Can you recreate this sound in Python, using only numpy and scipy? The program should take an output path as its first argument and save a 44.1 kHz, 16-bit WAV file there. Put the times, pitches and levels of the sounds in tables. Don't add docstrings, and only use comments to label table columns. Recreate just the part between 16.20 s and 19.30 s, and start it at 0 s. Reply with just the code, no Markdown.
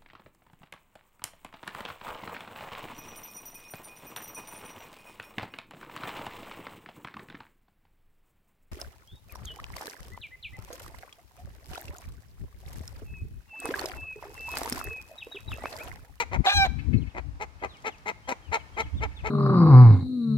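import sys
import numpy as np
from scipy import signal
from scipy.fft import rfft, irfft, next_fast_len
from scipy.io import wavfile
from scipy.ndimage import map_coordinates

SR = 44100
rng = np.random.default_rng(int(sys.argv[2]) if len(sys.argv) > 2 else 0)


def dump(signal):
    limited = np.clip(np.atleast_2d(signal).T, -1, 1)
    pcm = np.round(limited * 32767).astype(np.int16)
    wavfile.write(sys.argv[1], SR, pcm)


N = 136710
T = np.arange(N) / SR

# start in seconds, length in seconds, level in dB, top pitch in Hz,
# roughness 0-1, period doubling 0-1, gain at 1.5-2.9 kHz in dB, peak time as a share of the length,
# gain above 2.9 kHz in dB, gain below 560 Hz in dB.
NEAR_CLUCKS = [(-.02, .065, -27, 471.2, 0.45, 0.09, 7.5, 0.37, 5, -4.5),
               (.11, 0.068, -25.5, 373.8, 0.31, 0.59, -2.5, 0.5, -6.5, -10.5),
               (.239, 0.037, -25.5, 397.4, 0.64, 0.56, 0, 0.32, -4, -6.5),
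               (.44, 0.042, -28.5, 380.7, 0.58, 0.23, -8, 0.337, -7, -6),
               (.942, 0.065, -36, 377.3, 0.49, 0.33, 5.5, 0.6, -12, 7.5),
               (1.195, 0.061, -29, 432, 0.36, 0.32, -1.5, 0.48, -1, -2.5),
               (1.415, 0.064, -33.5, 401.3, 0.54, 0.19, 2, 0.51, -10, 5),
               (1.638, 0.066, -28.5, 446.2, 0.3, 0.27, 8, 0.57, 2, 2),
               (1.853, 0.068, -29.5, 434.5, 0.42, 0.38, 6, 0.44, 1, 2),
               (2.071, 0.076, -32.5, 274, 0.62, 0.28, 3, 0.3, 2, -1),
               (2.312, 0.07, -23.5, 459.3, 0.29, 0.46, 5.5, 0.48, 2, -3.5),
               (2.563, 0.07, -26.5, 448.5, 0.33, 0.39, 5, 0.6, 1, 2.5),
               (2.803, 0.066, -28, 444.2, 0.32, 0.51, 4, 0.5, -4.5, 2),
               (3.034, 0.067, -26, 447, 0.33, 0.45, 2, 0.56, -5.5, 2.5)]
# centre in Hz, width in Hz, gain in dB.
NEAR_THROAT = [(397.44, 740, -5), (766, 640, 1), (1210, 270, -10.5), (2172, 560, 0), (3120, 146, -11.5),
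               (4085, 860, -11), (5820, 1110, -14), (6800, 1250, -13.5), (10900, 2000, -30),
               (15000, 4400, -34)]
BANDS_HZ = (560, 1500, 2900)
START_PITCH, END_PITCH = 0.57, 0.56
EDGE_DB, EDGE_ROUGH = -13.5, 1.004
EDGE_DULL_DB, EDGE_AIR_DB = -9, -20
JITTER = 0.065
PULSE_SPREAD = 0.3485
CLUCK_DRIFT_DB, OVERTONE_DRIFT_DB = 1.5, 4

# time in seconds, pitch in Hz, level of the fundamental in dB,
# level of the second harmonic in dB, level of the higher harmonics in dB.
CACKLE_COURSE = [(0.26, 792, -46, -35.5, -57), (0.272, 750, -19, -34, -56), (0.276, 759.3, -18.5, -61, -39),
                 (0.288, 759.4, -18, -47, -42), (0.297, 807, -28, -29, -32), (0.306, 818, -42, -32, -30),
                 (0.315, 794, -28, -34, -40.5), (0.326, 815.3, -41, -26, -31),
                 (0.349, 804.6, -29, -39.5, -29), (0.375, 807.3, -32, -27, -26),
                 (0.389, 790.3, -23.5, -29, -32), (0.431, 781.5, -21, -26, -29.5),
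                 (0.451, 765.6, -22.5, -34, -38), (0.471, 680, -32, -66, -66)]
# time in seconds, roughness 0-1, period doubling 0-1.
CACKLE_HOARSENESS = [(.26, .2, .3), (.286, .1, .2), (.296, .04, .55), (.335, .03, .5), (.35, .025, .05),
                     (.43, .025, .04), (.45, .07, .1), (.47, .2, .1)]
UPPER_HARMONICS_DB = [0, -11.5, -4.5, -16.5, -11, -19.5, -25.5, -25, -33.5, -33.5, -39, -43, -30.5, -31,
                      -37, -29, -36]
# centre in Hz, width in Hz, gain in dB.
RASP_RESONANCES = [(764, 410, -3), (1636, 510, -2), (2780, 620, -6.5), (3690, 800, 1.5), (6540, 510, -19),
                   (7560, 1300, -34), (12100, 3600, -36.5)]
# time in seconds, level in dB.
RASP_COURSE = [(.26, -24.5), (.288, -24), (.3, -28.5), (.335, -33.5), (.35, -57), (.43, -52), (.455, -30.5),
               (.47, -41)]
# centre in Hz, width in Hz, gain in dB.
HISS_RESONANCES = [(7000, 1700, -3), (13400, 2800, -1)]
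HISS_DB, CACKLE_LOW_HZ = -59, 600

# start in seconds, length in seconds, level in dB.
FAR_CLUCKS = [(0.581, .04, -49), (0.724, 0.042, -47.5), (0.859, 0.045, -58), (1.38, 0.066, -63.5),
              (1.947, 0.04, -73), (2.388, .04, -60), (2.651, 0.046, -57.5), (2.906, 0.038, -62),
              (2.981, 0.038, -56)]
# centre in Hz, width in Hz, gain in dB.
FAR_THROAT = [(2330, 900, 0.5), (2390, 300, -4.5), (4450, 1300, -13), (1470, 240, -13)]
FAR_HZ, FAR_ROUGH = 435, 0.1

# start in seconds, initial level in dB before resonance.
BEAK_TICKS = [(1.57, -57), (1.604, -60), (1.6235, -59), (1.7835, -58)]
# start in seconds, length in seconds, first pitch in Hz,
# middle pitch in Hz, last pitch in Hz, level in dB.
BIRD_NOTES = [(.772, 0.019, 4157, 4150, 4070, -55.5), (1.818, 0.019, 3050, 3000, 2900, -67),
              (2.266, 0.033, 2750, 2530, 2400, -64), (2.74, 0.036, 3192, 3430, 3800, -63),
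              (0.811, 0.036, 3700, 2870, 2340, -59.5), (0.895, 0.031, 3780, 2800, 2770, -57),
              (1.394, 0.058, 3045, 3270, 3076, -63), (1.489, 0.077, 4050, 3460, 2500, -54.5),
              (1.55, 0.037, 2460, 2250, 2190, -55.5), (1.572, 0.032, 3200, 3190, 3146, -66),
              (1.697, 0.071, 3740, 2850, 2100, -56.5), (2.026, 0.092, 2970, 3212, 2870, -56.5),
              (2.221, 0.081, 3270, 3003, 2660, -59), (2.389, 0.033, 3330, 3095, 2900, -55),
              (2.53, 0.048, 3047, 3217, 2927, -56.5), (2.621, 0.031, 3360, 3160, 2820, -49),
              (2.769, 0.043, 3855, 3390, 2730, -48.5), (2.96, 0.058, 3770, 3250, 2260, -51)]
WAVER, WAVER_DB = 0.014, 3

# time in seconds, relative strength in dB, left over right in dB.
GUSTS = [(0.0, -56, 7), (0.05, -43, 14), (0.09, -56, 15), (0.13, -37.5, 19.5), (0.21, -30, 45),
         (0.27, -71.5, 5), (0.33, -59, 3), (0.36, -33.5, 17.5), (0.42, -36.5, 35), (0.46, -32.5, 26),
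         (0.6, -37, 25), (0.74, -28.5, 44), (0.81, -30, 19), (0.93, -53, 17), (1.07, -43, 36),
         (1.16, -48.5, -5.5), (1.3, -59, 11), (1.5, -50.5, 19), (1.55, -62.5, 1), (2.24, -60, 3),
         (2.3, -42.5, 34), (2.35, -60, 0), (2.5, -54.5, 18), (2.68, -40, 0.5), (2.71, -61, 3),
         (2.74, -35.5, -15), (2.8, -35, -5), (2.93, -51.5, -2.5), (3.06, -39, -4), (3.1, -48, 10)]
# frequency in Hz, relative density in dB per Hz.
RUMBLE_SPECTRUM = [(20, -1.5), (70, 8.5), (120, -6), (178, -20.5), (214, -29), (300, -11.5), (390, -86),
                   (660, -120)]
# frequency in Hz, relative density in dB per Hz.
FLUTTER_SPECTRUM = [(35, -12.5), (60, -19), (124, -0.5), (168, -11), (236, -8.5), (850, -49), (1170, -84),
                    (1980, -120)]
FLUTTER_DB = -0.5
FLUTTER_GROWS, LUMPY_DB = 2, 4

# frequency in Hz, relative density in dB per Hz.
YARD_SPECTRUM = [(71, -27), (120, 3), (376, -6.5), (722, -8), (850, -3.5), (1420, -7.5), (1920, -9.5),
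                 (2170, -14.5), (2720, -12.5), (3010, -17), (5010, -18), (15700, -35)]
# frequency in Hz, left-right correlation.
YARD_LIKENESS = [(130, 1), (300, 1), (640, 0.47), (1400, -0.57), (3100, 0.082), (15000, -0.18)]
YARD_DB = -57.0

# frequency in Hz, left over right in dB.
PORT_BALANCE = [(250, 3), (700, -4), (1300, 6.5), (2400, 11), (4400, -1.5), (9000, -3), (15000, 0)]
# frequency in Hz, left over right in dB.
CACKLE_BALANCE = [(400, 1), (800, -6.5), (1600, 0.5), (2400, 1.5), (4400, 6), (8000, -5), (15000, -2)]
# frequency in Hz, time to fall 60 dB in seconds.
PEN_DECAY = [(300, 0.29), (2000, 0.68), (6000, 0.53), (12000, 0.59)]
SCATTER_S = 0.022
SCATTER_DB, CACKLE_SCATTER_DB = -6, -12
NEAR_WET_DB, CACKLE_WET_DB, FAR_WET_DB, BIRD_WET_DB = -18.5, -21, -6, -8
LEAD_S, CACKLE_LEAD_S, FAR_LEAD_S, BIRD_LEAD_S = 0.00025, 0.0001, 0.00069, -0.0004
NEAR_TURN, CACKLE_TURN = -0.25, 0.64


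def amp(db):
    return 10 ** (np.asarray(db) / 20)


def unit(x):
    return x / np.sqrt(np.mean(x ** 2) + 1e-20)


def along(points, hz):
    f, value = np.transpose(points)
    return np.interp(np.log(hz + 1), np.log(f + 1), value)


def curves(rows):
    times, *columns = np.transpose(rows)
    return [np.interp(T, times, column) for column in columns]


def wobble(rate):
    return map_coordinates(rng.standard_normal(int(N * rate / SR) + 4), [T * rate])


def filtered(x, response):
    size = next_fast_len(N + 8192)
    hz = np.fft.rfftfreq(size, 1 / SR)
    return irfft(rfft(x, size) * response(hz), size)[..., :N]


def resonances(peaks):
    def gain(f):
        power = 0
        for centre, width, db in peaks:
            damping = (f * width) ** 2
            power = power + (amp(db) * damping / ((centre ** 2 - f ** 2) ** 2 + damping)) ** 2
        return np.sqrt(power)
    return gain


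def coloured(spectrum):
    return unit(filtered(rng.standard_normal((2, N)), lambda hz: amp(along(spectrum, hz))))


def membrane_phase(hz, rough):
    return 2 * np.pi * np.cumsum(hz * (1 + JITTER * rough * wobble(350.8))) / SR


def hoarse(tone, turn, rough, doubling):
    uneven = amp(5.8 * np.minimum(rough, 1) * wobble(250)) * (1 + doubling * np.cos(turn / 2))
    breath = uneven * (1 + 0.29 * np.cos(turn)) * rng.standard_normal(N)
    return uneven * tone, breath


def clucking(rows, throat):
    gain, hz, rough, doubling = np.zeros(N), np.full(N, 300.0), np.zeros(N), np.zeros(N)
    chest, treble, air = np.ones(N), np.ones(N), np.ones(N)
    for s, length, db, top_hz, r, d, treble_db, peak, air_db, chest_db in rows:
        on = (T >= s) & (T < s + length)
        u = (T[on] - s) / length
        off = np.where(u < peak, 1 - u / peak, (u - peak) / (1 - peak))
        ramp = np.minimum(1, 6 * np.minimum(u, 1 - u))
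        gain[on] = amp(db + EDGE_DB * off ** 1.8) * ramp
        edge_pitch = np.where(u < peak, START_PITCH, END_PITCH)
        hz[on] = top_hz * (1 - off ** 3 * (1 - edge_pitch))
        rough[on] = r * (1 + EDGE_ROUGH * off ** 2)
        doubling[on] = d
        chest[on] = amp(chest_db)
        treble[on] = amp(treble_db + EDGE_DULL_DB * off)
        air[on] = amp(air_db + EDGE_AIR_DB * off)

    turn = membrane_phase(hz, rough)
    pulses = np.zeros(N)
    for k in range(1, 22):
        drift = amp(CLUCK_DRIFT_DB * wobble(24.93))
        pulses += drift * np.cos(k * turn + PULSE_SPREAD * k * k) / (1 + (k / 11) ** 4)
    tone, breath = hoarse(pulses / 12, turn, rough, doubling)
    source = tone + filtered(rough * breath, lambda f: 0.45 + f / 20000)

    deep, low, middle = [filtered(source, lambda f: 1 / (1 + (f / border) ** 4)) for border in BANDS_HZ]
    source = chest * deep + (low - deep) + treble * (middle - low) + air * (source - middle)
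    plain = filtered(source * (gain > 0), resonances(throat))[gain > 0]
    return filtered(source * gain, resonances(throat)) / np.sqrt(np.mean(plain ** 2))


def cackle():
    hz, first_db, second_db, upper_db = curves(CACKLE_COURSE)
    rough, doubling = curves(CACKLE_HOARSENESS)
    rasp_db, = curves(RASP_COURSE)
    turn = membrane_phase(hz, rough)
    upper = np.zeros(N)
    for k, db in enumerate(UPPER_HARMONICS_DB, start=3):
        upper += amp(db + OVERTONE_DRIFT_DB * wobble(20.36)) * np.cos(k * turn + k * k)
    stack = amp(first_db) * np.cos(turn) + amp(second_db) * np.cos(2 * turn) + amp(upper_db) * upper
    tone, breath = hoarse(np.sqrt(2) * stack, turn, rough, doubling)
    tone = filtered(tone, lambda f: 1 / (1 + (CACKLE_LOW_HZ / (f + 1)) ** 8))
    rasp = amp(rasp_db) * unit(filtered(breath, resonances(RASP_RESONANCES)))
    hiss = amp(HISS_DB) * unit(filtered(breath, resonances(HISS_RESONANCES)))
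    start, end = CACKLE_COURSE[0][0], CACKLE_COURSE[-1][0]
    gate = np.clip(np.minimum(T - start, end - T) / 0.002, 0, 1)
    return gate * (tone + rasp + hiss)


def beak_ticks():
    envelope = sum(amp(db - 60 * np.abs(T - s) / 0.0092) * (T >= s) for s, db in BEAK_TICKS)
    return filtered(envelope * rng.standard_normal(N), resonances([(5400, 3200, 15.0), (10200, 10000, -1.5)]))


def far_clucks():
    rows = [(s, length, db, FAR_HZ, FAR_ROUGH, 0, 0, 0.35, 0, 0) for s, length, db in FAR_CLUCKS]
    return clucking(rows, FAR_THROAT)


def whistles():
    out, shake, flicker = np.zeros(N), wobble(110), amp(WAVER_DB * wobble(90))
    for s, length, first_hz, mid_hz, last_hz, db in BIRD_NOTES:
        on = (T >= s) & (T < s + length)
        u = (T[on] - s) / length
        glide = np.polyval(np.polyfit([0, 0.5, 1], [first_hz, mid_hz, last_hz], 2), u)
        hz = glide * (1 + WAVER * shake[on])
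        out[on] += amp(db) * np.sqrt(np.sin(np.pi * u)) * np.sin(2 * np.pi * np.cumsum(hz) / SR)
    return out * flicker


def lumps(rate):
    return amp(LUMPY_DB * np.array([wobble(rate), wobble(rate)]))


def wind():
    strength_db, pan_db = curves(GUSTS)
    port_db = strength_db + 11.5 - 10 * np.log10(1 + amp([-2 * pan_db, 2 * pan_db]))
    rumble = unit(lumps(24.98) * coloured(RUMBLE_SPECTRUM))
    flutter_db = FLUTTER_DB + (FLUTTER_GROWS - 1) * (port_db - port_db.max())
    flutter = amp(flutter_db) * unit(lumps(44.45) * coloured(FLUTTER_SPECTRUM))
    gusts = amp(port_db) * (rumble + flutter)
    return filtered(gusts, lambda hz: hz ** 3 / (hz ** 3 + 35 ** 3) / (1 + (hz / 500) ** 4))


def yard():
    def shares(hz):
        angle = np.arccos(np.clip(along(YARD_LIKENESS, hz), -1, 1)) / 2
        return np.array([np.cos(angle), np.sin(angle)])
    mid, side = filtered(coloured(YARD_SPECTRUM), shares)
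    return amp(YARD_DB + 1.2 * wobble(3.16)) * np.array([mid + side, mid - side])


def placed(x, lead_s, wet_db, scatter_db, balance=PORT_BALANCE, turn=0):
    side = np.array([[1], [-1]])

    def ports(hz):
        phase = side * (np.pi * hz * lead_s + turn / 2)
        return amp(side * along(balance, hz) / 2) * np.exp(1j * phase)
    direct = filtered(x, ports)
    hz, t, z = signal.stft(rng.standard_normal((2, SR // 2)), SR, nperseg=256)
    decay = amp(-60 * t / along(PEN_DECAY, hz)[:, None])
    tail = signal.istft(z * decay, SR, nperseg=256)[1]
    fade = amp(-30 * np.arange(tail.shape[1]) / SR / SCATTER_S)
    scatter = rng.standard_normal(tail.shape) * fade
    answer = amp(wet_db) * tail / np.linalg.norm(tail[0])
    answer = answer + amp(scatter_db) * scatter / np.linalg.norm(scatter[0])
    delayed = np.pad(x, (60, 0))[None]
    return direct + signal.fftconvolve(delayed, answer, axes=1)[:, :N]


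def scene():
    near = placed(clucking(NEAR_CLUCKS, NEAR_THROAT) + beak_ticks(), LEAD_S, NEAR_WET_DB, SCATTER_DB,
                  turn=NEAR_TURN)
    call = placed(cackle(), CACKLE_LEAD_S, CACKLE_WET_DB, CACKLE_SCATTER_DB, CACKLE_BALANCE, CACKLE_TURN)
    far = placed(far_clucks(), FAR_LEAD_S, FAR_WET_DB, SCATTER_DB)
    bird = placed(whistles(), BIRD_LEAD_S, BIRD_WET_DB, SCATTER_DB)
    return near + call + far + bird + wind() + yard()


def record(dry):
    return filtered(dry, lambda hz: hz < 15780)


dry = scene()
out = record(dry)
dump(out)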